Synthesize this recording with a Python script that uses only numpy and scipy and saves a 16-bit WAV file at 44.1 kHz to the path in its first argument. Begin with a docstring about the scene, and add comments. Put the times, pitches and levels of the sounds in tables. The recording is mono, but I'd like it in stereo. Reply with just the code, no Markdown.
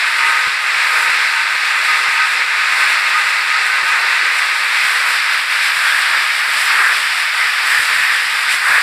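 """A dense rattle of nuts sliding over wire mesh, surging about once a second: a sorting machine up close.
The load drums on the sheet-steel frame, which roars and rings; shells hiss and a few single nuts tick.
Underneath, the drive rumbles and soft low thuds come and go. Halfway through, a strongly widened stereo
microphone moves from the bare screen to the heap, where the trough swells with a hollow note."""
import sys
import numpy as np
from scipy import signal
from scipy.fft import rfft, irfft, next_fast_len
from scipy.io import wavfile
from scipy.ndimage import uniform_filter1d, map_coordinates

SR = 44100
rng = np.random.default_rng(int(sys.argv[2]) if len(sys.argv) > 2 else 0)


def persist_wave(psi):
    """Save psi, clipped to +-1, as 16-bit WAV."""
    counts = np.round(np.clip(psi, -1, 1) * 32767).astype(np.int16)
    wavfile.write(sys.argv[1], SR, np.atleast_2d(counts).T)


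N = 388962


# sprays of shells skidding across the wire: crest t/s, length/s, rise/dB
SPRAYS = [(1.26, .18, 1), (1.65, .2, 1), (2.25, 0.18, 0.8), (2.86, 0.14, 1.5), (3.28, 0.33, 1.1),
          (4.41, 0.13, 0), (4.6, .14, 0), (4.82, 0.26, 2.4), (5.12, .18, 2.5), (5.65, 0.17, 3),
          (5.9, .24, 0), (6.64, 0.34, 1.2), (6.95, 0.13, 1.5), (7.74, .22, 1), (8.06, .24, -0.2),
          (8.53, 0.13, 3.3)]
# rattle colour over the bare screen and over the heap: f/Hz, level/dB
SCREEN_RATTLE = [(700, -55), (1600, -2), (2200, 1), (2600, 2.5), (2950, -3), (3400, -0.9), (4200, -10),
                 (5000, -17), (6300, -17), (9000, -25.5), (15000, -65)]
HEAP_RATTLE = [(700, -52), (1600, -6.5), (2200, 1.5), (2600, -0.5), (2950, 0), (3400, 0.5), (4200, -10),
               (5000, -10), (6300, -21), (9000, -29), (15000, -52)]
def rattle():
    """Shells clatter together in a bright, dense stream that lifts with each spray."""
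    clatter = along_screen(contacts(rate=30000, spread_db=2.0), SCREEN_RATTLE, HEAP_RATTLE)
    rattle_db = level(screen_db=-14.5, heap_db=-15, follows=0.044) + 0.76 * swells(SPRAYS)
    return amp(rattle_db + 0.78 * wobble(16)) * clatter


# batches of nuts tumbling onto the frame: crest t/s, length/s, rise/dB
TUMBLES = [(.27, 0.2, 1.5), (.98, 0.18, 0.5), (1.38, .1, -1), (1.66, 0.095, 1), (1.87, .14, -0.5),
           (2.05, 0.086, 2.5), (2.22, 0.24, 0), (2.81, 0.24, 1), (3.15, 0.26, 1.5), (3.76, .12, 0),
           (4.05, 0.23, 2), (4.44, .1, 2), (5.07, .15, 1.5), (5.32, .18, 2), (6.14, 0.41, 3.5),
           (6.44, .2, 1), (6.83, 0.31, 5), (7.45, .14, 1), (8.12, .14, 1.5), (8.73, 0.26, 6.5)]
# roar colour over the bare screen and over the heap: f/Hz, level/dB
SCREEN_ROAR = [(300, -25), (720, -6), (1100, -1), (1450, 1), (1800, 1), (2500, 0), (3000, -21), (4500, -40),
               (9000, -62)]
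HEAP_ROAR = [(300, -29), (720, -10), (1000, -6.5), (1280, -3.5), (1450, -3.5), (1620, -1.5), (1800, -1),
             (2100, -5.5), (2550, -5), (3000, -25), (4500, -23.5), (9000, -72)]
def roar():
    """The sliding load drums on the steel frame and booms when a batch tumbles."""
    drumming = along_screen(contacts(rate=22000, spread_db=1.5), SCREEN_ROAR, HEAP_ROAR)
    roar_db = level(screen_db=-18, heap_db=-18, follows=0.46) + swells(TUMBLES)
    return amp(roar_db + 0.59 * wobble(22)) * drumming


# ringing modes of the steel panels: f/Hz, width/Hz, level/dB
PANEL_MODES = [(820, 22, -13), (926, 12, -5), (1050, 28, -10.5), (1247, 23, 0), (1535, 28, -2),
               (2010, 30, -2.5), (2580, 90, -5.5)]
# shakes that make the panels ring louder: crest t/s, length/s, rise/dB
SHAKES = [(.3, .42, 6), (.99, .24, 4.5), (1.39, .12, 7), (1.91, .2, 5.5), (2.21, .16, 9), (2.83, .2, 5.5),
          (3.18, .2, 6), (3.55, .14, 4.5), (3.77, .17, 6.5), (3.92, .14, 5)]
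def panels():
    """Each panel mode sings as a wavering tone that swells when shaken, fainter over the heap."""
    shake_db = swells(SHAKES) + 0.33 * swells(TUMBLES)
    ring = sum(amp(db) * singing(hz, width_hz, evenness=.35, waver_hz=5)
               for hz, width_hz, db in PANEL_MODES)
    return amp(level(screen_db=-27.5, heap_db=-32.5, follows=0.14) + shake_db) * ring


# hollow notes of the trough: crest t/s, length/s, f/Hz, level/dB
HOLLOW_NOTES = [(5.89, 0.46, 1660, -18.5), (5.892, 0.26, 3300, -22), (6.84, 0.28, 1750, -17),
                (7.418, 0.18, 2060, -16.5), (7.756, 0.24, 1820, -15.5), (7.76, .3, 2580, -29),
                (7.76, 0.25, 3150, -24), (8.09, 0.49, 1880, -17), (8.062, 0.41, 2530, -21),
                (8.757, 0.21, 1820, -17)]
def trough():
    """The sliding heap sets the trough resonating: hollow bands swell and fade at varying pitches."""
    return sum(amp(db) * swells([(s, length, 1)]) * resonance(hz, width_hz=190)
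               for s, length, hz, db in HOLLOW_NOTES)


# colour of sliding shells: f/Hz, level/dB
SLIDE_COLOUR = [(2500, -37), (3900, 1.5), (4400, 1.5), (5100, 0), (6000, -12.5), (7500, -35)]
def slide():
    """Shells slide over the mesh with a thin rasp, strongest over the bare screen."""
    slide_db = level(screen_db=-29, heap_db=-33.5, follows=0.5) + swells(SPRAYS) + 1.5 * wobble(20)
    return amp(slide_db) * coloured(contacts(rate=20000, spread_db=2.5), SLIDE_COLOUR)


# colour of brushed wire: f/Hz, level/dB
HISS_COLOUR = [(3000, -37), (6000, -2), (7200, -1), (8800, 2.5), (10000, 1.2), (11500, -6), (13000, -12),
               (14700, -12.5), (15500, -12)]
def hiss():
    """Shells brush the wires: an airy top that rides the surges and sprays."""
    hiss_db = level(screen_db=-32, heap_db=-28.5, follows=0.77) + swells(SPRAYS) + 1.1 * wobble(21)
    return amp(hiss_db) * coloured(contacts(rate=39000, spread_db=3.5), HISS_COLOUR)


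# colour of the finest grit: f/Hz, level/dB
SIZZLE_COLOUR = [(9000, -35), (11500, -3), (12800, -3), (14000, -11), (15500, -10)]
def sizzle():
    """Fine shell grit sizzles on the wires, flaring with each surge and spray."""
    grit = coloured(contacts(rate=9800, spread_db=4.0), SIZZLE_COLOUR)
    flare_db = 1.5 * swells(SPRAYS) - swells(LULLS) + 2.0 * wobble(14)
    return amp(level(screen_db=-49, heap_db=-42.5, follows=0.88) + flare_db) * grit


# single nuts striking nearby: t/s, level/dB
NUT_HITS = [(1.1019, -24), (1.8474, -27), (4.3844, -23), (4.8654, -27), (5.1664, -30), (6.5294, -28),
            (6.6124, -27), (7.7464, -25)]
def ticks(t60, gain_db):
    """Single nuts hit the steel: short, bright bursts."""
    bright = coloured(noise(), [(1000, -25), (3500, -2), (9000, 17), (15000, -17)])
    return amp(gain_db) * blows(NUT_HITS, t60) * bright


# colour of the drive: f/Hz, level/dB
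RUMBLE_COLOUR = [(20, -46), (70, -25), (105, -14), (140, -6.5), (175, -10), (220, -2.5), (300, -2),
                 (400, 0), (550, 1), (700, -4), (1100, -6), (2000, -18), (5000, -45)]
# low modes of the frame: f/Hz, width/Hz, level over the screen/dB, level over the heap/dB
FRAME_MODES = [(300, 18, -46, -44), (362, 18, -37.5, -47), (395, 24, -41.5, -43), (490, 35, -38.5, -40.5),
               (620, 35, -43, -42.5)]
def drive():
    """The drive rumbles and the frame's low drone comes and goes, both heavier under the load."""
    rumble_db = level(screen_db=-31.5, heap_db=-37.5, follows=0.078) + 0.63 * wobble(5.4)
    rumble = amp(rumble_db) * coloured(noise(), RUMBLE_COLOUR)
    drone = 0
    for hz, width_hz, screen_db, heap_db in FRAME_MODES:
        drift = unit(amp(2.5 * wobble(5)))
        drone += amp(level(screen_db, heap_db, follows=1.0)) * drift * resonance(hz, width_hz)
    return amp(1.1 * swells(TUMBLES)) * (rumble + drone)


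# soft, dull thuds: t/s, level/dB
THUDS = [(.47, -17), (.975, -24), (1.09, -22.5), (2.082, -16.5), (2.32, -25), (3.83, -21), (4.84, -24),
         (5.389, -26), (5.769, -25), (6.94, -22), (7.694, -23), (7.79, -13.5), (7.96, -22.5), (8.54, -18),
         (8.7, -17.5)]
def thuds():
    """Soft, dull low thuds, nearly alike at both microphone ports and half buried in the roar."""
    centred = rng.standard_normal(N) + .25 * noise()
    dull = coloured(centred, [(25, -32), (55, -10), (100, 0), (260, 2), (600, -15), (2000, -80)])
    return blows(THUDS, t60=.12) * dull


# colour of a soft jolt of the housing: f/Hz, level/dB
KNOCK_COLOUR = [(25, -25), (60, -11), (130, -3), (230, 0), (330, -3), (560, -6), (900, -30), (2000, -70)]
def knocks(rate, t60, spread_db, gain_db):
    """The shaking housing jolts at uneven moments: soft, low knocks that make the rumble flutter."""
    struck = rng.random(N) < rate / SR
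    size = amp(spread_db * np.clip(rng.standard_normal(N), -1.5, 1.5))
    fade = amp(-60 * np.arange(SR // 2) / SR / t60)
    power = np.abs(signal.fftconvolve((struck * size) ** 2, fade ** 2)[:N])
    jolts = unit(np.sqrt(power) * coloured(noise(), KNOCK_COLOUR))
    return amp(level(gain_db, gain_db, follows=0.067)) * jolts


# the load surges over the mesh: crest t/s, length/s, rise/dB
SURGES = [(.27, 0.43, 3), (.98, 0.59, 5.5), (1.92, 0.58, 3), (2.86, 0.45, 4), (3.99, 0.96, 2),
          (4.94, 0.86, 3.5), (5.9, 0.5, 3.5), (6.74, 0.81, 4), (7.8, 0.89, 3.5), (8.69, 0.77, 4.5)]
# the flow slackens: lowest point t/s, length/s, fall/dB
LULLS = [(.58, 0.28, 2), (1.49, 0.53, 1.2), (2.48, 0.2, 1.4), (3.02, .1, 0.5), (3.48, 0.19, 1),
         (5.46, 0.14, 2.5), (7.1, 0.23, 0.5), (7.3, 0.14, 1.5), (7.55, 0.13, .8), (8.3, 0.41, 0.7),
         (8.61, 0.22, 2)]
def level(screen_db, heap_db, follows):
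    """A layer's fader in dB: set by mic position, up `follows` dB per dB of surge, down in the lulls."""
    return screen_db + (heap_db - screen_db) * mic_position() + follows * swells(SURGES) - swells(LULLS)


# the microphone's move: t/s, position (0 over the bare screen, 1 over the heap)
MIC_PATH = [(0, 0), (4.2, 0), (5.0, .6), (5.8, 1), (8.82, 1)]
def mic_position():
    """Where the microphone is at each sample."""
    return np.interp(np.arange(N) / SR, *np.transpose(MIC_PATH))


def along_screen(x, at_screen, at_heap):
    """Crossfades the colour of x as the microphone moves from the bare screen to the heap."""
    position = mic_position()
    return (1 - position) * coloured(x, at_screen) + position * coloured(x, at_heap)


def contacts(rate, spread_db):
    """Random tiny impacts, rate a second: mostly weak, a few strong, shared unevenly by the ports."""
    struck = rng.random(N) < rate / SR
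    size = amp(spread_db * np.clip(rng.standard_normal(N), -2, 2))
    return unit(struck * size * noise())


def resonance(centre_hz, width_hz):
    """A randomly shaken mode at rms 1; its skirts fall steeply."""
    return unit(filtered(noise(), lambda hz: 1 / (1 + ((hz - centre_hz) / width_hz) ** 2)))


def singing(centre_hz, width_hz, evenness, waver_hz):
    """A ringing mode: the shaking holds its strength partly even while its pitch wavers."""
    ring = signal.hilbert(resonance(centre_hz, width_hz), next_fast_len(N))[:, :N]
    waver = np.exp(2j * np.pi * np.cumsum(waver_hz * wobble(9)) / SR)
    return unit(np.real(ring * waver) / (np.abs(ring) + 1e-3) ** evenness)


def blows(rows, t60):
    """The envelope of sudden blows that each die away by 60 dB in t60 seconds."""
    t = np.arange(N) / SR
    return sum(amp(db - 60 * np.abs(t - s) / t60) * (t >= s) for s, db in rows)


def swells(rows):
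    """Smooth rises and falls of the given heights, each centred on its time."""
    t = np.arange(N) / SR
    return sum(height * np.cos(np.pi * np.clip((t - s) / length, -.5, .5)) ** 2
               for s, length, height in rows)


def wobble(rate):
    """A smooth random curve, rate knots a second."""
    return map_coordinates(rng.standard_normal(int(N * rate / SR) + 4), [np.arange(N) * rate / SR])


def noise():
    """Unrelated noise at the two ports."""
    return rng.standard_normal((2, N))


def coloured(x, spectrum):
    """x given a spectrum's shape, at rms 1."""
    return unit(filtered(x, lambda hz: amp(along(spectrum, hz))))


def filtered(x, response):
    """x times a complex response of frequency."""
    size = next_fast_len(N + SR // 2)
    return irfft(rfft(x, size) * response(np.fft.rfftfreq(size, 1 / SR)), size)[..., :N]


def along(points, hz):
    """Joins (f/Hz, value) points on a log frequency axis."""
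    freqs, values = np.transpose(points)
    return np.interp(np.log(hz + 1), np.log(freqs + 1), values)


def amp(db):
    return 10 ** (np.asarray(db) / 20)


def unit(x):
    return x / np.sqrt(np.mean(x ** 2) + 1e-20)


def scene():
    """The machine as it reaches the microphone's two ports."""
    low_end = drive() + thuds() + knocks(rate=9, t60=.16, spread_db=2.5, gain_db=-37.5)
    nuts = rattle() + roar() + slide() + hiss() + sizzle()
    return nuts + panels() + trough() + ticks(t60=0.082, gain_db=-1) + low_end


# crossfeed between the ports: f/Hz, share subtracted (negative: added)
CROSSFEED = [(50, 0.76), (150, 1), (500, 0.7), (1150, 0.44), (1800, 0.78), (2600, 0.2), (3200, 0.54),
             (4600, 0.33), (6400, 0.53), (8200, 0.32), (9500, 0.4), (10800, -0.16), (12000, -0.35),
             (15000, -0.67)]
# EQ that thins the low notes in the centre: f/Hz, level/dB
MID_EQ = [(50, 0), (110, -3), (170, -10), (220, -20), (270, -19), (350, -10.5), (500, -8), (750, -5),
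          (1300, 0)]
def widen(ports, delay_ms):
    """Each side loses a delayed copy of the other, so bands alternate between centred and wide."""
    left, right = ports
    feed = lambda hz: along(CROSSFEED, hz) * np.exp(-2j * np.pi * hz * delay_ms / 1000)
    trim = lambda hz: 1 / np.sqrt(1 + along(CROSSFEED, hz) ** 2)  # offsets the power the feed adds
    mid = filtered((left + right) / 2, lambda hz: (1 - feed(hz)) * trim(hz) * amp(along(MID_EQ, hz)))
    side = filtered((left - right) / 2, lambda hz: (1 + feed(hz)) * trim(hz))
    return np.array([mid + side, mid - side])


def gain_control(x, threshold_db, slope, average_s):
    """The whole mix ducks by `slope` dB for each dB its average power passes the threshold."""
    power = np.abs(uniform_filter1d(np.mean(x ** 2, axis=0), int(average_s * SR)))
    over_db = np.maximum(10 * np.log10(power + 1e-12) - threshold_db, 0)
    return x * amp(-slope * over_db)


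# stereo balance, leaning mostly left: f/Hz, left minus right/dB
BALANCE = [(300, .8), (900, 1.8), (2000, .1), (3200, 2.4), (6500, 1.4), (8700, -.5), (11500, 2.2)]
def record(dry):
    """Stereo widening, a slightly louder left side, gain control, rounded peaks and a high cut."""
    wide = widen(dry, delay_ms=.313)
    wide = filtered(wide, lambda hz: amp(np.outer([1, -1], along(BALANCE, hz)) / 2))
    pan_db = np.interp(mic_position(), [0, 1], [-.35, .15])  # the machine lies further left over the heap
    panned = wide * amp(np.outer([1, -1], pan_db) / 2)
    ducked = gain_control(panned, threshold_db=-10.5, slope=0.47, average_s=0.14)
    rounded = ducked / (1 + np.abs(ducked / 1.05) ** 10) ** (1 / 10)
    return filtered(rounded, lambda hz: hz < 15480)


dry = scene()
out = record(dry)
persist_wave(out)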